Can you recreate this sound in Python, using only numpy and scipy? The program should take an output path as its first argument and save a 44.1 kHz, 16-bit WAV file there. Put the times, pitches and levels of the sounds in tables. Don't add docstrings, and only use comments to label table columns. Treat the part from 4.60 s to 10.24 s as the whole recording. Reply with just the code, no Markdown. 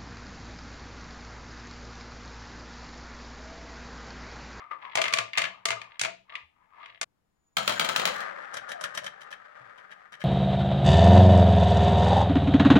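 import sys
import numpy as np
from scipy import signal
from scipy.fft import rfft, irfft
from scipy.io import wavfile
from scipy.ndimage import uniform_filter1d

SR = 44100
rng = np.random.default_rng(int(sys.argv[2]) if len(sys.argv) > 2 else 0)


def pcm_store(signal):
    levels = np.round(np.clip(np.atleast_2d(signal), -1, 1) * 32767)
    wavfile.write(sys.argv[1], SR, levels.astype(np.int16).T)


N = 248724
TIME = np.arange(N) / SR
TAPS = 4096
HZ = np.fft.rfftfreq(TAPS, 1 / SR)

# start in seconds, level in dB, extra body in dB,
# extra sharpness in dB, first hop in seconds, loss per bounce in dB.
TOWER_LANDINGS = [(0.1126, -56, 5, -31, 0.016, 10), (0.3534, -23, 6.5, 2, .0185, 2),
                  (0.4156, -22, -6.5, -1.5, 0.024, 2.5), (0.4802, -28, -3, -5, 0.025, 13.5),
                  (0.5253, -30.5, 2.5, -2, .009, 3.5), (0.5362, -18.5, -3, 0, 0.035, 11),
                  (0.5849, -22, 0.5, -2, .018, 11), (0.732, -31.5, -19, -17, 0.02, 3),
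                  (0.774, -21, -2, -4.5, .0174, 6), (0.7802, -21, -5, -0.5, .037, 2.5),
                  (1.0541, -23, 0.5, 5, 0.031, 5), (1.1043, -25.5, 1.5, -1.5, .0113, 4),
                  (1.215, -36.5, -9.5, -9.5, .025, 15), (1.394, -30, -12, 4.5, 0.0077, 13),
                  (1.4126, -24.5, -0.5, 6.5, 0.022, 3.5), (1.448, -29, 4.5, -2.5, .008, 7.5),
                  (1.7529, -30.5, -31, -20, 0.041, 24), (2.2578, -43.5, -3, -16.5, 0.022, 12),
                  (2.4125, -28.5, 3.5, 9.5, 0.016, 5.5)]
# frequency in Hz, gain in dB.
TOWER_TONE = [(60, -30), (250, -28), (500, -7), (1000, -4), (2500, 2), (5000, -7.5), (9000, -16),
              (13000, -33), (15500, -30.5)]
# pitch in Hz, width in Hz, boost in dB.
TOWER_NOTES = [(115.1, 20, 20), (189, 49, 17), (455, 37, 2.6), (553, 39, 5), (663.4, 65, 13.7),
               (1189, 28, 11), (1708, 54, 4.8), (2107, 61, 8.2), (6620, 280, 6)]


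def tower():
    blows = [blow for row in TOWER_LANDINGS
             for blow in bounces(*row, fuller_db=0.23, duller_db=5, count=3)]
    gain_db = plastic(TOWER_TONE, TOWER_NOTES)
    falls = knocks(blows, gain_db, fade_s=0.0019, ring_s=0.0093, ring_db=-5, alike_hz=1680)
    return room(falls + dish_roll() + dish_ticks(), wet_db=-4, build_s=0.0048)


# start in seconds, level in dB, first hop in seconds.
RAMP_LANDINGS = [(2.9683, -21.5, 0.014), (3.0762, -21, 0.018), (3.1221, -31.5, .012), (3.1954, -22, .015),
                 (3.2455, -28.5, 0.0077), (3.2884, -27, .0057), (3.3606, -21, .035), (3.4534, -21.5, .0205),
                 (3.604, -41, 0.0096)]
# start in seconds, length in seconds, level in dB.
RAMP_SKITTER = [(2.975, 0.667, -46.5)]
# frequency in Hz, gain in dB.
RAMP_TONE = [(60, -32.5), (150, -8.5), (300, -16), (600, -1.5), (1300, 0.5), (3200, -3.5), (6000, -8.5),
             (10500, -16.5), (13000, -21.5), (15500, -16)]
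# pitch in Hz, width in Hz, boost in dB.
RAMP_NOTES = [(197.8, 17.5, 10.4), (504, 370, 1.7), (570, 77, 3.7), (656.5, 22, 8.1), (1300, 74, 7.8),
              (1580, 130, 2.7), (3114, 400, 6.7), (4030, 390, 6.1), (4200, 110, 2.8), (6690, 100, 6.1)]
FIRST_DROP_S = RAMP_LANDINGS[0][0]


def ramp():
    gain_db = plastic(RAMP_TONE, RAMP_NOTES)
    blows = []
    for s, db, hop_s in RAMP_LANDINGS:
        blows += bounces(s, db, body_db=-2, sharp_db=-1.7, hop_s=hop_s,
                         loss_db=6, fuller_db=3.5, duller_db=2.5, count=2)
    landings = knocks(blows, gain_db, fade_s=0.0015, ring_s=0.012, ring_db=-2.5, alike_hz=1780)
    brighter_db = read([(2000, 2), (8000, 6)], HZ)
    skitter = chatter(RAMP_SKITTER, gain_db + brighter_db, hops_per_s=730, spread_db=2)
    slightly_left = amp([[0.25], [-0.25]])
    return room((landings + skitter) * slightly_left, wet_db=-0.5, build_s=0.0051)


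def bowl():
    clacks, roll = rim_clacks(), bowl_roll()
    return room(clacks + roll + glides(), wet_db=-8, build_s=0.0018)


# take-off in seconds, hop length in seconds, landing level in dB.
RIM_HOPS = [(3.9399, .0283, -34.5), (4.0913, 0.025, -33.5), (4.2101, 0.028, -29), (4.3487, .0251, -29.5),
            (4.4417, .0216, -32), (4.615, 0.01, -65), (4.7128, 0.012, -37.5), (5.181, 0.0045, -55),
            (5.3138, 0.0071, -49), (5.5281, 0.01, -44.5), (5.6049, 0.0094, -39.5)]
# frequency in Hz, gain in dB.
RIM_TONE = [(60, -21.5), (170, -5.5), (300, -17.5), (600, -3.5), (1500, -0.5), (5000, -13.5),
            (10000, -17.5), (15500, -32)]
# pitch in Hz, width in Hz, boost in dB.
RIM_NOTES = [(586, 220, 14.6), (1237, 51, 6.1), (1710, 336, 13.4), (3094, 370, 10.8), (3850, 190, 10.3),
             (5720, 1200, 7.3)]


def rim_clacks(fast_hop_s=0.028, rattle_db=-43, lead_s=0.0098, trail_s=0.021):
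    blows, rattles = [], []
    for s, hop_s, db in RIM_HOPS:
        pace_db = 20 * np.log10(hop_s / fast_hop_s)
        change_db = pace_db * np.array([0.63, 1, 1.56])
        take_off_db = (-41.5, 4, 11.5) + change_db
        body_db, sharp_db = (-7, 1.5) + change_db[1:]
        blows.append((s, *take_off_db))
        blows += bounces(s + hop_s, db, body_db, sharp_db, HOP_SHARE * hop_s,
                         loss_db=7.5, fuller_db=-2.5, duller_db=20, count=1)
        rattles.append((s - lead_s, lead_s + hop_s + trail_s, rattle_db + pace_db))
    gain_db = plastic(RIM_TONE, RIM_NOTES)
    clacks = knocks(blows, gain_db, fade_s=0.0025, ring_s=0.01, ring_db=-2, alike_hz=1770)
    return clacks + chatter(rattles, gain_db, hops_per_s=990, spread_db=0)


# frequency in Hz, gain in dB.
BOWL_TONE = [(60, -30), (300, -10.5), (600, 3), (1700, 0), (2600, -8.5), (5000, -16), (10000, -29.5),
             (15500, -66.5)]
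# pitch in Hz, width in Hz, boost in dB.
BOWL_NOTES = [(180, 47, 14), (550, 230, 5.8), (788, 59, 6.3), (1223, 140, 10.7), (1430, 170, 3.3),
              (1733, 790, 13.5), (2890, 1900, 4.9)]


def bowl_roll(all_in_s=3.624, all_in_db=-33.5, nearest_s=5.1, lap_s=0.89):
    before, after = np.maximum(all_in_s - TIME, 0), np.maximum(TIME - all_in_s, 0)
    settle_db = 11.5 * (1 - np.exp(-after / 0.3))
    lap_db = np.cos(2 * np.pi * (TIME - nearest_s) / lap_s)
    level_db = all_in_db - 23.5 * before - settle_db - 5 * after + lap_db
    roll = rolling(level_db, plastic(BOWL_TONE, BOWL_NOTES), bowl_whirr(),
                   note_db=-18, bumps_per_s=2400, spread_db=1.5, wobble_db=2)
    return roll * (TIME > FIRST_DROP_S)


def bowl_whirr(lap_s=0.8, swing=0.2, slowing_per_s=0.11, marbles=5):
    out = np.zeros(N)
    slowdown = np.exp(-slowing_per_s * np.maximum(TIME - FIRST_DROP_S, 0))
    for k, hz in enumerate(np.geomspace(640, 1750, marbles)):
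        lap = np.sin(2 * np.pi * (TIME / lap_s + 2 * k / marbles))
        speed = (1 + swing * lap) * slowdown
        out += whirr(hz * speed, width_hz=28) * (1 + lap / 2)
    return evened(out)


# start in seconds, length in seconds, first pitch in Hz, last pitch in Hz, level in dB.
GLIDES = [(3.6, .28, 676, 493, -47.5), (3.76, 0.16, 950, 730, -52), (4.08, 0.23, 821, 468.6, -41),
          (4.351, 0.163, 661, 558, -48.5)]


def glides():
    out = np.zeros((2, N))
    for s, length_s, first_hz, last_hz, db in GLIDES:
        hz = np.interp(TIME, [0, length_s], [first_hz, last_hz])
        note = whirr(hz, width_hz=63)[:round(length_s * SR)]
        add(out, s, amp(db) * evened(note) * signal.windows.hann(len(note)))
    return out


# fastest moment in seconds, level in dB,
# rise in seconds, fade in seconds, pitch in Hz when the level is at base_db.
DISH_PASSES = [(0, -43.5, .02, 0.051, 1230), (.116, -37.5, .006, 0.022, 1220),
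               (0.251, -41.5, .035, 0.044, 980), (.46, -39, .07, .08, 1200), (0.779, -42, .02, 0.11, 1190),
               (1.17, -48, .06, .11, 1170), (1.74, -46.5, .025, 0.035, 1190), (2.02, -65.5, .08, .1, 1181),
               (2.2, -48.5, .05, .06, 1180)]
# frequency in Hz, gain in dB.
DISH_TONE = [(60, -14), (300, -12), (700, 6), (1200, 4), (2500, 0), (4000, -15), (8000, -38), (15500, -45)]
# pitch in Hz, width in Hz, boost in dB.
DISH_NOTES = [(912, 38, 7.7), (1219, 150, 12), (1721, 120, 7.6), (2100, 210, 7.6)]


def dish_roll(base_db=-46, hz_per_db=11):
    passes = [db - 20 / np.log(10) * np.maximum((s - TIME) / rise_s, (TIME - s) / fade_s)
              for s, db, rise_s, fade_s, _ in DISH_PASSES]
    level_db = np.maximum(np.max(passes, axis=0), -100)
    pass_s, *_, pass_hz = np.transpose(DISH_PASSES)
    hz = np.interp(TIME, pass_s, pass_hz) + hz_per_db * (level_db - base_db)
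    note = whirr(hz * (1 + 0.06 * wobble()), width_hz=150)
    return rolling(level_db, plastic(DISH_TONE, DISH_NOTES), note,
                   note_db=-11, bumps_per_s=1300, spread_db=2, wobble_db=0.5)


# start in seconds, length in seconds, level in dB.
DISH_TICKS = [(.19, 0.24, -51), (.66, 0.049, -49.5), (1.29, .1, -59.5), (1.67, 0.13, -51), (2.19, .2, -57)]


def dish_ticks(top_hz=3600):
    treble_cut_db = np.maximum(-10 * np.log10(1 + (HZ / top_hz) ** 12), -45)
    bass_cut_db = read([(700, -8), (2300, 0)], HZ)
    gain_db = plastic(TOWER_TONE, TOWER_NOTES) + treble_cut_db + bass_cut_db
    ticks = chatter(DISH_TICKS, gain_db, hops_per_s=100, spread_db=2)
    waves = flutter(fade_s=0.0016, ring_s=0.006, ring_db=-9)
    return signal.oaconvolve(ticks, waves / np.linalg.norm(waves[0]), axes=1)[:, :N]


HOP_SHARE = 0.59


def bounces(s, db, body_db, sharp_db, hop_s, loss_db, fuller_db, duller_db, count):
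    return [(s + hop_s * sum(HOP_SHARE ** np.arange(k)),
             db - loss_db * k, body_db + fuller_db * k, sharp_db - duller_db * k)
            for k in range(count + 1)]


def knocks(blows, gain_db, fade_s, ring_s, ring_db, alike_hz):
    out = np.zeros((2, N))
    body = read([(150, 0.45), (500, 1), (1100, 0.77), (1900, 0)], HZ)
    sharp = read([(2800, 0), (7000, 1)], HZ)
    top = read([(10000, 0.3), (12500, 0.99)], HZ)
    for s, db, body_db, sharp_db in blows:
        waves = stereo(flutter(fade_s, ring_s, ring_db), alike_hz)
        blow = colour(waves, gain_db + body_db * body + sharp_db * sharp - max(sharp_db, 0) * top)
        attack = band_rms(blow[:, :256], 1500, 4000)
        add(out, s, amp(db) * blow / attack)
    return out


def flutter(fade_s, ring_s, ring_db):
    t = TIME[:TAPS]
    spectrum = rfft(rng.standard_normal((2, TAPS)) * np.sqrt(t) * np.exp(-t / fade_s))
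    flattened = spectrum / np.sqrt(uniform_filter1d(abs(spectrum) ** 2, size=110, axis=1))
    burst = np.roll(irfft(flattened), 8, axis=1) * (t < t[-1] / 2)
    ring = rng.standard_normal((2, TAPS)) * np.exp(-t / ring_s) * (1 - np.exp(-t / fade_s))
    return evened(burst) + amp(ring_db) * evened(ring)


def plastic(tone, notes):
    peaks = sum(db / (1 + (2 * (HZ - hz) / width) ** 2) for hz, width, db in notes)
    return read(tone, HZ) + peaks + read([(20, -15.5), (60, 3)], HZ)


def rolling(level_db, gain_db, note, note_db, bumps_per_s, spread_db, wobble_db):
    sound = colour(patter(bumps_per_s, spread_db) + amp(note_db) * note, gain_db)
    return sound / band_rms(sound, 700, 3000) * amp(level_db + wobble_db * wobble())


def whirr(hz, width_hz):
    decay = np.exp(-np.pi * width_hz / SR)
    noise = rng.standard_normal(N) + 1j * rng.standard_normal(N)
    haze = signal.lfilter([1], np.poly([decay, decay]), noise)
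    return evened((haze * np.exp(2j * np.pi * np.cumsum(hz) / SR)).real)


def chatter(rows, gain_db, hops_per_s, spread_db):
    gate = np.zeros((1, N))
    for s, length_s, db in rows:
        add(gate, s, amp(db) * signal.windows.tukey(round(length_s * SR), 0.25))
    return gate * evened(colour(patter(hops_per_s, spread_db), gain_db))


def patter(per_s, spread_db):
    hits = rng.random(N) < per_s / SR
    sizes = amp(spread_db * np.minimum(rng.exponential(1, N), 4))
    return evened(stereo(hits * sizes * rng.standard_normal((2, N)), alike_hz=880))


# start in seconds, level in dB, pitch in Hz.
SWAYS = [(1.83, -64, 80), (5.001, -58.5, 126), (5.059, -65, 115)]


def sways(rise_s=0.015):
    out, t = np.zeros((2, N)), TIME[:SR // 3]
    swell = t / rise_s * np.exp(1 - t / rise_s)
    for s, db, hz in SWAYS:
        add(out, s, amp(db) * swell * np.sin(2 * np.pi * hz * t))
    return out


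# time in seconds, level in dB.
THIN_TONE_LEVELS = [(2.6, -105), (2.87, -82), (2.95, -83.5), (3.0, -56), (3.5, -56), (3.7, -110)]


def thin_tone(hz=6880):
    level_db = np.interp(TIME, *np.transpose(THIN_TONE_LEVELS))
    return amp(level_db) * whirr(np.full(N, hz), width_hz=90)


# frequency in Hz, seconds to fade by 60 dB.
ECHO_TIMES = [(120, 0.5), (400, 0.36), (1200, 0.2052), (3000, 0.33), (8000, 0.23), (15000, 0.03)]
# frequency in Hz, gain in dB.
ECHO_TONE = [(120, 5), (300, 3.5), (700, 0.5), (1300, -0.5), (3000, -5), (8000, -5), (15000, -7.5)]


def room(x, wet_db, build_s, first_echo_s=0.006):
    out, t = np.zeros((2, N)), TIME[:SR * 3 // 4]
    for k in range(3):
        noise = stereo(rng.standard_normal((2, len(t))), alike_hz=690)
        hz, at_s, bands = signal.stft(noise, SR, nperseg=256)
        rate = np.log(1000) / read(ECHO_TIMES, hz)[:, None]
        fade = amp(read(ECHO_TONE, hz)[:, None]) * np.exp(-rate * at_s) * np.sqrt(2 * rate / SR)
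        tail = signal.istft(bands * fade, SR, nperseg=256)[1][:, :len(t)]
        tail *= 1 - np.exp(-t / build_s)
        share = np.sqrt(2 / 3) * np.cos(2 * np.pi * (0.9 * TIME + k / 3))
        add(out, first_echo_s, signal.fftconvolve(x * share, tail, axes=1))
    return x + amp(wet_db) * out


# frequency in Hz, gain in dB.
AIR_TONE = [(25, -7.5), (70, -4), (200, -5), (400, -12.5), (1200, -15), (3000, -27), (16000, -36.5)]


def still_air(level_db=-76.5):
    noise = stereo(rng.standard_normal((2, N)), alike_hz=35)
    return amp(level_db) * evened(colour(noise, read(AIR_TONE, HZ)))


def amp(db):
    return 10 ** (np.asarray(db) / 20)


def evened(x):
    return x / np.sqrt(np.mean(x ** 2) + 1e-20)


def read(points, hz):
    row_hz, value = np.transpose(points)
    return np.interp(np.log(hz + 1), np.log(row_hz), value)


def add(mix, s, sound):
    part = mix[:, round(s * SR):][:, :sound.shape[-1]]
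    part += sound[..., :part.shape[-1]]


def colour(x, db):
    log_gain = np.log(amp(np.r_[db, db[-2:0:-1]]))
    response = np.fft.ifft(np.exp(np.conj(signal.hilbert(log_gain)))).real
    return signal.oaconvolve(x, response[None], axes=1)[:, :x.shape[1]]


def band_rms(x, lo_hz, hi_hz):
    band = signal.butter(2, [lo_hz, hi_hz], "band", fs=SR, output="sos")
    return np.sqrt(np.mean(signal.sosfilt(band, x) ** 2))


def stereo(x, alike_hz):
    size = x.shape[1]
    same = 1 / np.sqrt(1 + (np.fft.rfftfreq(size, 1 / SR) / alike_hz) ** 2)
    left, other = rfft(x)
    return irfft([left, same * left + np.sqrt(1 - same ** 2) * other], size)


def wobble():
    return evened(uniform_filter1d(rng.standard_normal(N), size=1100))


def scene(break_s=2.441):
    before_break = np.clip((break_s - TIME) / 0.0095 + 0.5, 0, 1)
    return tower() * before_break + ramp() + bowl() + sways() + thin_tone() + still_air()


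# frequency in Hz, left minus right in dB.
LEFT_LEAN = [(200, 2), (400, 5), (700, 6), (1290, 13), (2380, 5), (4400, 1), (15000, -1.5)]


def record(dry, left_delay_samples=37, top_hz=16100):
    lean_db = read(LEFT_LEAN, HZ)
    shared_db = -10 * np.log10((amp(lean_db) + amp(-lean_db)) / 2)
    left = colour(dry[:1], shared_db + lean_db / 2)
    right = colour(dry[1:], shared_db - lean_db / 2)
    left = np.pad(left, ((0, 0), (left_delay_samples, 0)))[:, :N]
    low_pass = signal.firwin(255, top_hz, window=("kaiser", 8), fs=SR)
    return signal.oaconvolve(np.vstack([left, right]), low_pass[None], "same", axes=1)


dry = scene()
out = record(dry)
pcm_store(out)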